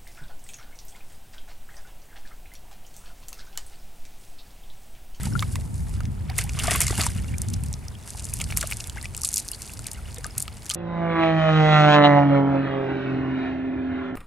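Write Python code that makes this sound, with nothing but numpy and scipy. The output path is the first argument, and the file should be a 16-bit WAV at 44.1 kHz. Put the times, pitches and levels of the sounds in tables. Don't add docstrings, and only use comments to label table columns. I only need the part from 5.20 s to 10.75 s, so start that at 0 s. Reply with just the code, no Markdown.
import sys
import numpy as np
from scipy import signal
from scipy.fft import rfft, irfft
from scipy.io import wavfile
from scipy.ndimage import uniform_filter1d

SR = 44100
rng = np.random.default_rng(int(sys.argv[2]) if len(sys.argv) > 2 else 0)


def generate_wav(sig):
    pcm = np.round(np.clip(np.atleast_2d(sig).T, -1, 1) * 32767).astype(np.int16)
    wavfile.write(sys.argv[1], SR, pcm)


def voltage_ratio(level):
    return 10 ** (np.asarray(level, float) / 20)


N = 244965
TIME = np.arange(N) / SR
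LEFT_RIGHT = np.array([[1.], [-1.]])


def colour(x, points, turn=1):
    hz, db = np.transpose(points)
    f = np.fft.rfftfreq(x.shape[-1], 1 / SR) + 1
    gain = voltage_ratio(np.interp(np.log(f), np.log(hz), db))
    y = irfft(rfft(x) * turn * gain, x.shape[-1])
    return y / np.sqrt(np.mean(y ** 2))


def band(x, lo_hz, hi_hz):
    return signal.sosfilt(signal.butter(N=2, Wn=[lo_hz, hi_hz], btype="band", fs=SR, output="sos"), x)


def curves(table):
    s, *columns = np.transpose(table)
    return [np.interp(TIME, s, c) for c in columns]


def walk(rate_hz):
    k = int(SR / rate_hz)
    held = np.repeat(rng.standard_normal(N // k + 1), k)
    return 1.57 * uniform_filter1d(held, k)[:N]


def place(sounds, start_s, pan_db):
    out = np.zeros((2, N + sounds.shape[1]))
    for sound, s, db in zip(sounds, start_s, pan_db):
        i = max(int(s * SR), 0)
        out[:, i:i + len(sound)] += sound * voltage_ratio(LEFT_RIGHT * db / 2)
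    return out[:, :N]


# time in seconds, rumble in dB, upper rumble relative to it in dB.
WIND_LEVELS = [(0.0, -32, -4), (0.11, -32.5, 1), (0.61, -26.5, -16), (1.09, -32, -6.5), (1.76, -27, -9.5),
               (2.3, -31, -5), (2.49, -27, -10.5), (2.56, -36.5, -6), (2.72, -39, -11), (2.9, -41.5, -18),
               (3.08, -33.5, -13), (3.3, -26.5, -13.5), (3.66, -40, -17), (3.86, -35.5, -16),
               (4.27, -44, -25), (4.58, -41, -3.5), (4.98, -36, -28), (5.55, -41, -33)]
# frequency in Hz, relative density in dB per Hz.
RUMBLE_SPECTRUM = [(12, -46), (20, -14), (59, 0), (102, -1.5), (137, -6), (256, -21), (420, -36),
                   (550, -41), (920, -120)]
# frequency in Hz, relative density in dB per Hz.
RUMBLE_SIDE_SPECTRUM = [(12, -44), (20, -19), (65, -3.5), (141, -2), (394, -23), (905, -36.5), (1400, -42),
                        (3300, -120)]


def wind():
    low_db, upper_db = curves(WIND_LEVELS)
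    shared, own = rng.standard_normal((2, N))
    lagging = colour(shared, RUMBLE_SIDE_SPECTRUM, turn=-1j)
    side = 0.77 * lagging + 0.46 * colour(own, RUMBLE_SIDE_SPECTRUM)
    pair = colour(shared, RUMBLE_SPECTRUM) + LEFT_RIGHT * voltage_ratio(-5.5) * side
    low = signal.sosfilt(signal.butter(N=1, Wn=120, fs=SR, output="sos"), pair)
    buffet = np.exp(0.5 * np.tanh(walk(30)))
    upper = voltage_ratio(upper_db + 6.0 + 1.8 * buffet) * (pair - low)
    rumble = voltage_ratio(low_db + 1.77 * buffet) * (low + upper)
    return rumble + eddy_thumps()


# centre in seconds, peak in dB.
WIND_EDDIES = [(0.057, -17), (0.072, -18), (0.17, -17.5), (0.848, -21.5), (0.887, -19), (1.789, -15),
               (1.963, -19.5), (2.114, -19.5), (2.29, -22), (2.428, -24.5)]


def eddy_thumps():
    width_s = 0.0023
    thumps = np.zeros(N)
    for s, db in WIND_EDDIES:
        age = ((TIME - s) / width_s) ** 2
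        thumps += voltage_ratio(db) * (1 - 2 * age) * np.exp(-age)
    return thumps


# frequency in Hz, relative density in dB per Hz.
HUSH_SPECTRUM = [(120, -36), (200, 5), (269, -3), (441, -5), (502, -8.5), (905, -6), (1090, -13),
                 (1630, -18), (2270, -20), (3670, -26), (9730, -24), (15100, -31), (16300, -36)]
# frequency in Hz, relative density in dB per Hz.
HUSH_SIDE_SPECTRUM = [(120, -32), (200, -4), (2000, -12), (3470, -23), (4250, -23), (7950, -24),
                      (11900, -38), (16300, -73)]


def hush():
    mid_db, side_db = -50, -56.5
    mid, side = rng.standard_normal((2, N))
    wide = LEFT_RIGHT * voltage_ratio(side_db) * colour(side, HUSH_SIDE_SPECTRUM)
    return voltage_ratio(mid_db) * colour(mid, HUSH_SPECTRUM) + wide


# time in seconds, spray in dB, slosh in dB.
STIR_LEVELS = [(0.0, -42, -44.5), (0.22, -41, -52), (0.5, -50, -58.5), (0.6, -42.5, -59),
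               (0.64, -46.5, -58), (0.72, -46.5, -51.5), (0.8, -51, -55), (0.83, -53.5, -55),
               (0.92, -56, -60.5), (1.14, -53, -50.5), (1.34, -40, -47.5), (1.46, -34.5, -30),
               (1.75, -30, -37), (1.86, -31, -38), (1.89, -37, -41.5), (1.96, -42.5, -49), (2.37, -49, -54),
               (2.79, -50, -56), (2.92, -41.5, -54.5), (3.06, -40, -53.5), (3.35, -43, -51),
               (3.5, -35.5, -47), (3.74, -48.5, -54.5), (4.11, -45, -53.5), (4.33, -41, -53),
               (4.65, -44.5, -55.5), (4.74, -45, -49.5), (5.14, -49.5, -52), (5.38, -49, -55),
               (5.55, -38, -49.5)]
# peak time in seconds, spray in dB, slosh in dB.
SPLASH_SURGES = [(0.058, -35, -44), (0.228, -46, -60), (0.33, -38.5, -52), (1.099, -49.5, -43.5),
                 (1.195, -26.5, -33), (1.445, -25, -35), (1.48, -28, -30.5), (1.508, -21.5, -27),
                 (1.562, -22, -24), (1.624, -23.5, -32), (1.67, -36, -45), (1.71, -30.5, -32.5),
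                 (1.799, -28, -25), (1.868, -46, -43), (3.21, -54, -43.5), (3.306, -36, -43),
                 (3.381, -30.5, -39.5), (3.44, -37, -37.5), (3.516, -40, -42), (3.78, -46, -45),
                 (3.85, -37.5, -50), (4.056, -31.5, -55), (4.18, -30, -50), (4.68, -44, -47),
                 (5.05, -41, -53), (5.21, -36.5, -45), (5.512, -39, -49)]


def stirring():
    rise_db_per_s, fall_db_per_s = 486, 314
    s, *peaks_db = np.transpose(SPLASH_SURGES)[:, :, None]
    coarse_s = TIME[::64]
    late_s = coarse_s - s
    slope_db = np.where(late_s < 0, rise_db_per_s * late_s, -fall_db_per_s * late_s)
    levels_db = []
    for steady_db, peak_db in zip(curves(STIR_LEVELS), peaks_db):
        power = np.sum(voltage_ratio(peak_db + slope_db) ** 2, axis=0)
        surge = np.interp(TIME, coarse_s, power)
        levels_db.append(10 * np.log10(voltage_ratio(steady_db) ** 2 + surge))
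    return levels_db


def patter(per_s, spread_db, tail_ms):
    hits = rng.random(N) < per_s / SR
    size = hits * voltage_ratio(spread_db * np.minimum(rng.exponential(size=N), 3.3))
    bursts = signal.lfilter([1], [1, -np.exp(-1000 / SR / tail_ms)], size)
    return bursts * rng.standard_normal(N)


# frequency in Hz, relative density in dB per Hz.
SPRAY_SPECTRUM = [(1470, -36), (2500, 0.5), (3140, -7.5), (4000, -0.5), (4830, 1.5), (5740, -2.5),
                  (9190, 1), (11400, -5), (14700, -25), (16300, -61)]
# frequency in Hz, relative density in dB per Hz.
SLOSH_SPECTRUM = [(260, -4.5), (450, -1.5), (523, -7), (705, 0.5), (834, -8), (1970, 1), (3650, -4),
                  (4200, -42), (9240, -120)]


def churn(spray_db, slosh_db):
    hand_out_s = 1
    clumps = 1.3 * np.tanh(walk(45))
    hand_db = np.where(TIME < hand_out_s, 3.0, 0)
    fine = band(patter(600, 4.24, 1.0), 5400, 22000)
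    fat = band(patter(300, 8.4, 0.35), 1900, 8400)
    spray = colour(fine + 0.55 * fat, SPRAY_SPECTRUM) * voltage_ratio(-5.0 - hand_db + 3.5 * clumps)
    foam = colour(band(rng.standard_normal(N), 7500, 22000), SPRAY_SPECTRUM)
    fizz = foam * voltage_ratio(-9.5 + hand_db + 2.0 * walk(70))
    lumpy = colour(patter(600, 4.1, 3.6), SLOSH_SPECTRUM)
    smooth = colour(rng.standard_normal(N), SLOSH_SPECTRUM)
    slosh = voltage_ratio(-4.5) * lumpy + voltage_ratio(-12.0) * smooth
    return voltage_ratio(spray_db) * (spray + fizz) + voltage_ratio(slosh_db + 3.43 * clumps) * slosh


def ring_out(db, hz, ms, rise):
    t = np.arange(1280) / SR
    age = t * 1000 / ms
    shape = (1 - np.exp(-age / 0.02)) * np.exp(-age ** 2.6 / 1.76)
    return voltage_ratio(db) * shape * np.sin(2 * np.pi * hz * t * (1 + rise * (age - 1) / 2))


# start in seconds, level in dB, pitch at half length in Hz, length in ms.
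POCKETS_AND_THUMPS = [(0.008, -38, 1900, 3.4), (0.035, -40, 1290, 7.9), (0.069, -30.5, 846, 4.4),
                      (0.123, -39, 1480, 5.9), (0.135, -33, 5400, 2.5), (0.153, -22, 1394, 8.9),
                      (0.226, -35, 990, 8.9), (0.228, -30, 2210, 5.2), (0.358, -31.5, 970, 2.3),
                      (0.388, -39, 610, 3.5), (0.69, -42, 820, 3.9), (0.805, -31.5, 1350, 1.8),
                      (1.097, -36.5, 750, 11), (1.244, -37.5, 810, 8.6), (1.442, -29.5, 795, 6.4),
                      (1.479, -26.5, 1186, 12), (1.48, -19.5, 688, 8.2), (1.499, -24, 1890, 3.7),
                      (1.516, -24, 705, 4.7), (1.552, -24, 1106, 9.1), (1.668, -28.5, 2100, 7.7),
                      (1.699, -34, 1960, 12), (1.707, -21, 380, 4.2), (1.728, -26, 760, 3.4),
                      (1.784, -26, 865, 2.9), (1.79, -22, 287, 3.7), (1.812, -27.5, 1283, 8.4),
                      (1.904, -42, 2050, 3), (1.973, -40, 1400, 3.3), (1.985, -36, 2900, 2.8),
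                      (1.991, -41, 1830, 6), (2.043, -39, 1300, 3.1), (2.085, -40, 2780, 5.4),
                      (2.138, -35, 1930, 2.3), (2.142, -33, 2350, 5.8), (2.437, -41.5, 2600, 2.6),
                      (2.519, -42, 810, 5.4), (2.752, -37, 3180, 3.1), (2.949, -36, 854, 3),
                      (3.428, -28, 1430, 4.4), (3.438, -30.5, 623, 6.3), (3.129, -35, 2490, 2.1),
                      (3.3253, -36, 2500, 5), (3.373, -33, 1000, 2.2), (3.762, -34.5, 860, 3.8),
                      (3.772, -31, 1610, 4.7), (3.782, -30.5, 2080, 4.3), (3.786, -41, 2720, 5.4),
                      (3.839, -36.5, 1966, 11), (4.038, -34.5, 1170, 3.4), (4.316, -35, 4990, 3),
                      (4.32, -44, 2860, 7.2), (4.333, -34, 4410, 3.4), (4.336, -41, 3150, 3),
                      (4.348, -30, 4540, 2), (4.4958, -32, 2600, 1.6), (4.6574, -34, 2380, 1.9),
                      (4.682, -39, 1850, 2.8), (4.747, -41, 2900, 3), (4.753, -43, 1980, 4),
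                      (4.79, -42, 1350, 4), (4.8558, -39.5, 2880, 3.6), (4.9711, -39, 3660, 3.5),
                      (4.981, -36.5, 478, 13), (5.05, -34.5, 1230, 11.5), (5.058, -34, 715, 2.9),
                      (5.107, -37.5, 5130, 3.8), (5.279, -32.5, 1260, 4.2), (5.5, -21, 3150, 5.6),
                      (5.532, -40, 1250, 5.2), (5.512, -43.5, 1215, 13), (5.514, -34.5, 2130, 3.6)]


def bubbles(slosh_db):
    s, db, hz, ms = np.transpose(POCKETS_AND_THUMPS)[:, :, None]
    single = place(ring_out(db, hz, ms, rise=0.034), s[:, 0], 6.3 * rng.standard_normal(len(s)))
    when, pitch, size, side, cycles = rng.random(size=(3000, 5)).T[:, :, None]
    start_s = when * N / SR
    hz = 900 * 6.5 ** pitch ** 0.7
    ms = (2500 + 4500 * cycles) / hz
    level_db = np.interp(start_s, TIME, np.minimum(slosh_db, -36.0))
    db = level_db - 5.0 - 10.56 * np.log10(size + 0.034)
    return single + place(ring_out(db, hz, ms, rise=0.13), start_s[:, 0], 7.9 * (side[:, 0] - 0.5))


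def resonance(f, centre_hz, q):
    return 1 / (1 + 1j * q * (f / centre_hz - centre_hz / f))


def unit_peak(x):
    return x / np.abs(x).max(axis=1, keepdims=True)


# time in seconds, crack peak in dB, crack centre in Hz.
FLUNG_DROPS = [(0.033, -17, 10100), (0.205, -19.5, 7500), (0.543, -26, 7500), (0.695, -28, 9600),
               (1.182, -7.5, 10400), (1.2395, -14.5, 9700), (1.3945, -11.5, 9500), (2.1825, -16.5, 8400),
               (2.218, -9, 8900), (2.2856, -19, 7300), (2.3016, -22, 8000), (2.335, -20, 8300),
               (2.3387, -15.5, 5800), (2.437, -19, 9000), (2.461, -25, 8840), (2.5288, -15, 8300),
               (2.539, -19.5, 5630), (2.683, -22, 6500), (2.9046, -15, 7800), (3.0435, -17, 8100),
               (3.0527, -15, 8300), (3.169, -19, 8650), (3.189, -21, 9300), (3.241, -17, 5900),
               (3.3666, -16, 6800), (3.38, -17, 8700), (3.41, -11, 8700), (3.4724, -15.5, 9000),
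               (3.504, -18.5, 9500), (3.57, -14.5, 8500), (3.672, -20, 9900), (3.8136, -24, 5100),
               (3.8276, -17, 9700), (3.9664, -15, 9000), (3.977, -12, 7900), (4.011, -21, 8000),
               (4.0174, -11, 8550), (4.0348, -7.5, 8000), (4.048, -2.5, 7800), (4.054, -13, 8400),
               (4.071, -17, 8500), (4.0767, -11, 8200), (4.0891, -7, 8400), (4.108, -23, 7000),
               (4.1165, -18, 8400), (4.129, -14, 8500), (4.134, -16, 7800), (4.141, -6.5, 8350),
               (4.1596, -9.5, 9000), (4.18, -7, 8500), (4.1997, -13.5, 7100), (4.281, -16, 8700),
               (4.287, -14.5, 8050), (4.347, -25, 4640), (4.4197, -17.5, 8150), (4.477, -22.5, 4860),
               (4.5364, -20, 8000), (4.715, -17.5, 7260), (4.7327, -18, 10300), (4.9443, -20.5, 7900),
               (4.9838, -22, 7600), (5.066, -18.5, 9800), (5.18, -5, 9800), (5.182, -9.5, 8900),
               (5.199, -15.5, 8900), (5.2034, -10.5, 9000), (5.2184, -21, 9800), (5.224, -10.5, 9800),
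               (5.4465, -29, 6500), (5.457, -24, 7040), (5.4642, -22, 7000), (5.485, -29, 7000),
               (5.4945, -12, 9100), (5.515, -13.5, 4550), (5.538, -15, 8700), (5.5464, -8.5, 8550)]
# time in seconds, crack peak in dB, crack centre in Hz, plop peak in dB, plop pitch in Hz.
TAIL_SLAPS = [(0.1934, -24, 4300, -16, 3520), (0.225, -25, 5150, -14.5, 1270),
              (0.3565, -21, 7360, -19, 2070), (0.8056, -28, 6170, -28, 1310),
              (0.8543, -28.5, 4700, -31.5, 2090), (1.0994, -44, 5400, -22, 2250),
              (1.1722, -37, 7660, -40, 2550), (1.1874, -7, 7600, -10.5, 2020),
              (1.2936, -18, 5060, -23.5, 2450), (1.3897, -13.5, 6700, -19, 2760),
              (1.399, -27, 4400, -13.5, 2700), (1.437, -14, 8250, -20, 1500),
              (1.4732, -24, 7300, -32, 2200), (1.5096, -3.5, 10200, -12, 2600),
              (1.5144, -14, 4970, -14, 1970), (1.5177, -15, 5970, -19, 1440),
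              (1.5594, -8, 11800, -22, 2150), (1.6052, -2, 9650, -16, 2000), (1.6113, -18, 8300, -15, 2040),
              (1.6162, -3, 8900, -14, 2350), (1.6676, -8.5, 6660, -28, 1850),
              (1.6802, -10, 6360, -28, 2260), (1.7787, -10, 8200, -22, 2800),
              (1.7869, -16, 9000, -28, 1160), (1.798, -18, 5900, -21, 2470),
              (1.8097, -8.5, 4200, -21, 2770), (1.8359, -13, 6400, -21, 2680),
              (1.8655, -5, 7650, -15.5, 970), (3.1377, -8.5, 10000, -35, 2590),
              (3.201, -22, 9100, -21.5, 2600), (3.2101, -36, 4840, -17, 3060),
              (3.2146, -9, 8100, -20.5, 2260), (3.3044, -29, 8100, -21.5, 2680),
              (3.3235, -33, 8200, -21, 2300), (3.3724, -1.5, 9300, -23.5, 2110),
              (3.4128, -14, 6300, -22, 2300), (3.4282, -16, 7950, -18, 1690), (3.512, -18, 9700, -24, 2170),
              (3.5227, -24, 9500, -14, 2410), (3.6023, -17, 6800, -25.5, 2680),
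              (3.6063, -15, 5100, -29, 2640), (3.641, -22.5, 6540, -28.5, 3460),
              (3.6974, -17.5, 6400, -26, 3140), (3.8556, -22, 6100, -21.5, 2420),
              (3.9482, -16, 6700, -24.5, 2790), (4.1701, -6.5, 6600, -28, 3400),
              (4.3163, -10, 9900, -33.5, 2720), (4.5925, -17.5, 6640, -34.5, 1390),
              (4.6685, -10.5, 8300, -32, 3080), (5.0441, -14.5, 5800, -23, 1600),
              (5.2798, -20, 3760, -25, 2400), (5.4997, -5.5, 5770, -29, 3260),
              (5.5099, -14, 6600, -14, 3730)]


def slaps(spray_db):
    drop_plop_db, drop_plop_hz = -34, 2600
    rows = TAIL_SLAPS + [(s, db, hz, db + drop_plop_db, drop_plop_hz) for s, db, hz in FLUNG_DROPS]
    s, crack_db, crack_hz, plop_db, plop_hz = np.transpose(rows)[:, :, None]
    lead = 192
    t = (np.arange(1024) - lead) / SR
    after = np.maximum(t, 0)
    f = np.fft.rfftfreq(len(t), 1 / SR) + 1
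    chance = rng.standard_normal((len(rows), 3, len(t)))

    drag = np.sqrt(voltage_ratio(np.minimum(0.91 * (np.interp(s, TIME, spray_db) + 24.0), 0)))
    lead_in = voltage_ratio(-14.0) * drag * np.exp(t / 0.0015)
    tail = voltage_ratio(-13.5) * drag * np.exp(-after / 0.0062)
    shape = np.where(t < 0, lead_in, np.exp(-after / 0.0004) + tail)
    back = t - 0.0012 - 0.0012 * np.abs(chance[:, 1, :1])
    shape = shape + voltage_ratio(-10.5) * (back > 0) * np.exp(-np.abs(back) / 0.00033)
    crackle = chance[:, 0] * voltage_ratio(7.6 * uniform_filter1d(chance[:, 1], size=12))
    shade_hz, shade_db = np.transpose(SPRAY_SPECTRUM)
    shade = voltage_ratio(np.interp(np.log(f), np.log(shade_hz), shade_db) * 0.53)
    crack = irfft(rfft(crackle * shape) * resonance(f, crack_hz, 1.23) ** 2 * shade)

    fall = np.exp(-after / 0.00081) + voltage_ratio(-4.5) * np.exp(-after / 0.0042)
    thud = np.where(t < 0, np.exp(t / 0.00029), fall)
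    push = chance[:, 2] * thud * 0.26 + (t == 0)
    plop = irfft(rfft(push) * (resonance(f, plop_hz, 8.1) + 0.16 * resonance(f, 1150, 1.0)))

    blows = voltage_ratio(crack_db) * unit_peak(crack) + voltage_ratio(plop_db) * unit_peak(plop)
    return place(blows, s[:, 0] - lead / SR, 0.41 + 1.6 * chance[:, 2, 0])


def basin(x, t60_s, wet_db):
    t = np.arange(2048) / SR
    tail = rng.standard_normal((2, len(t))) * np.exp(-np.log(1000) * t / t60_s) * (t > 0.001)
    tail = band(tail / np.sqrt(np.sum(tail ** 2, axis=1, keepdims=True)), 270, 8500)
    return x + voltage_ratio(wet_db) * signal.fftconvolve(x, tail, axes=1)[:, :N]


def scene():
    air = wind() + hush()
    spray_db, slosh_db = stirring()
    water = churn(spray_db, slosh_db) + bubbles(slosh_db) + slaps(spray_db)
    return air + basin(water, t60_s=0.012, wet_db=-14.0)


def band_limit(x):
    return signal.sosfilt(signal.butter(12, 16500, fs=SR, output="sos"), x)


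def record(dry):
    mix = np.tanh(1.197 * dry) / 1.408
    return band_limit(mix)


dry = scene()
out = record(dry)
generate_wav(out)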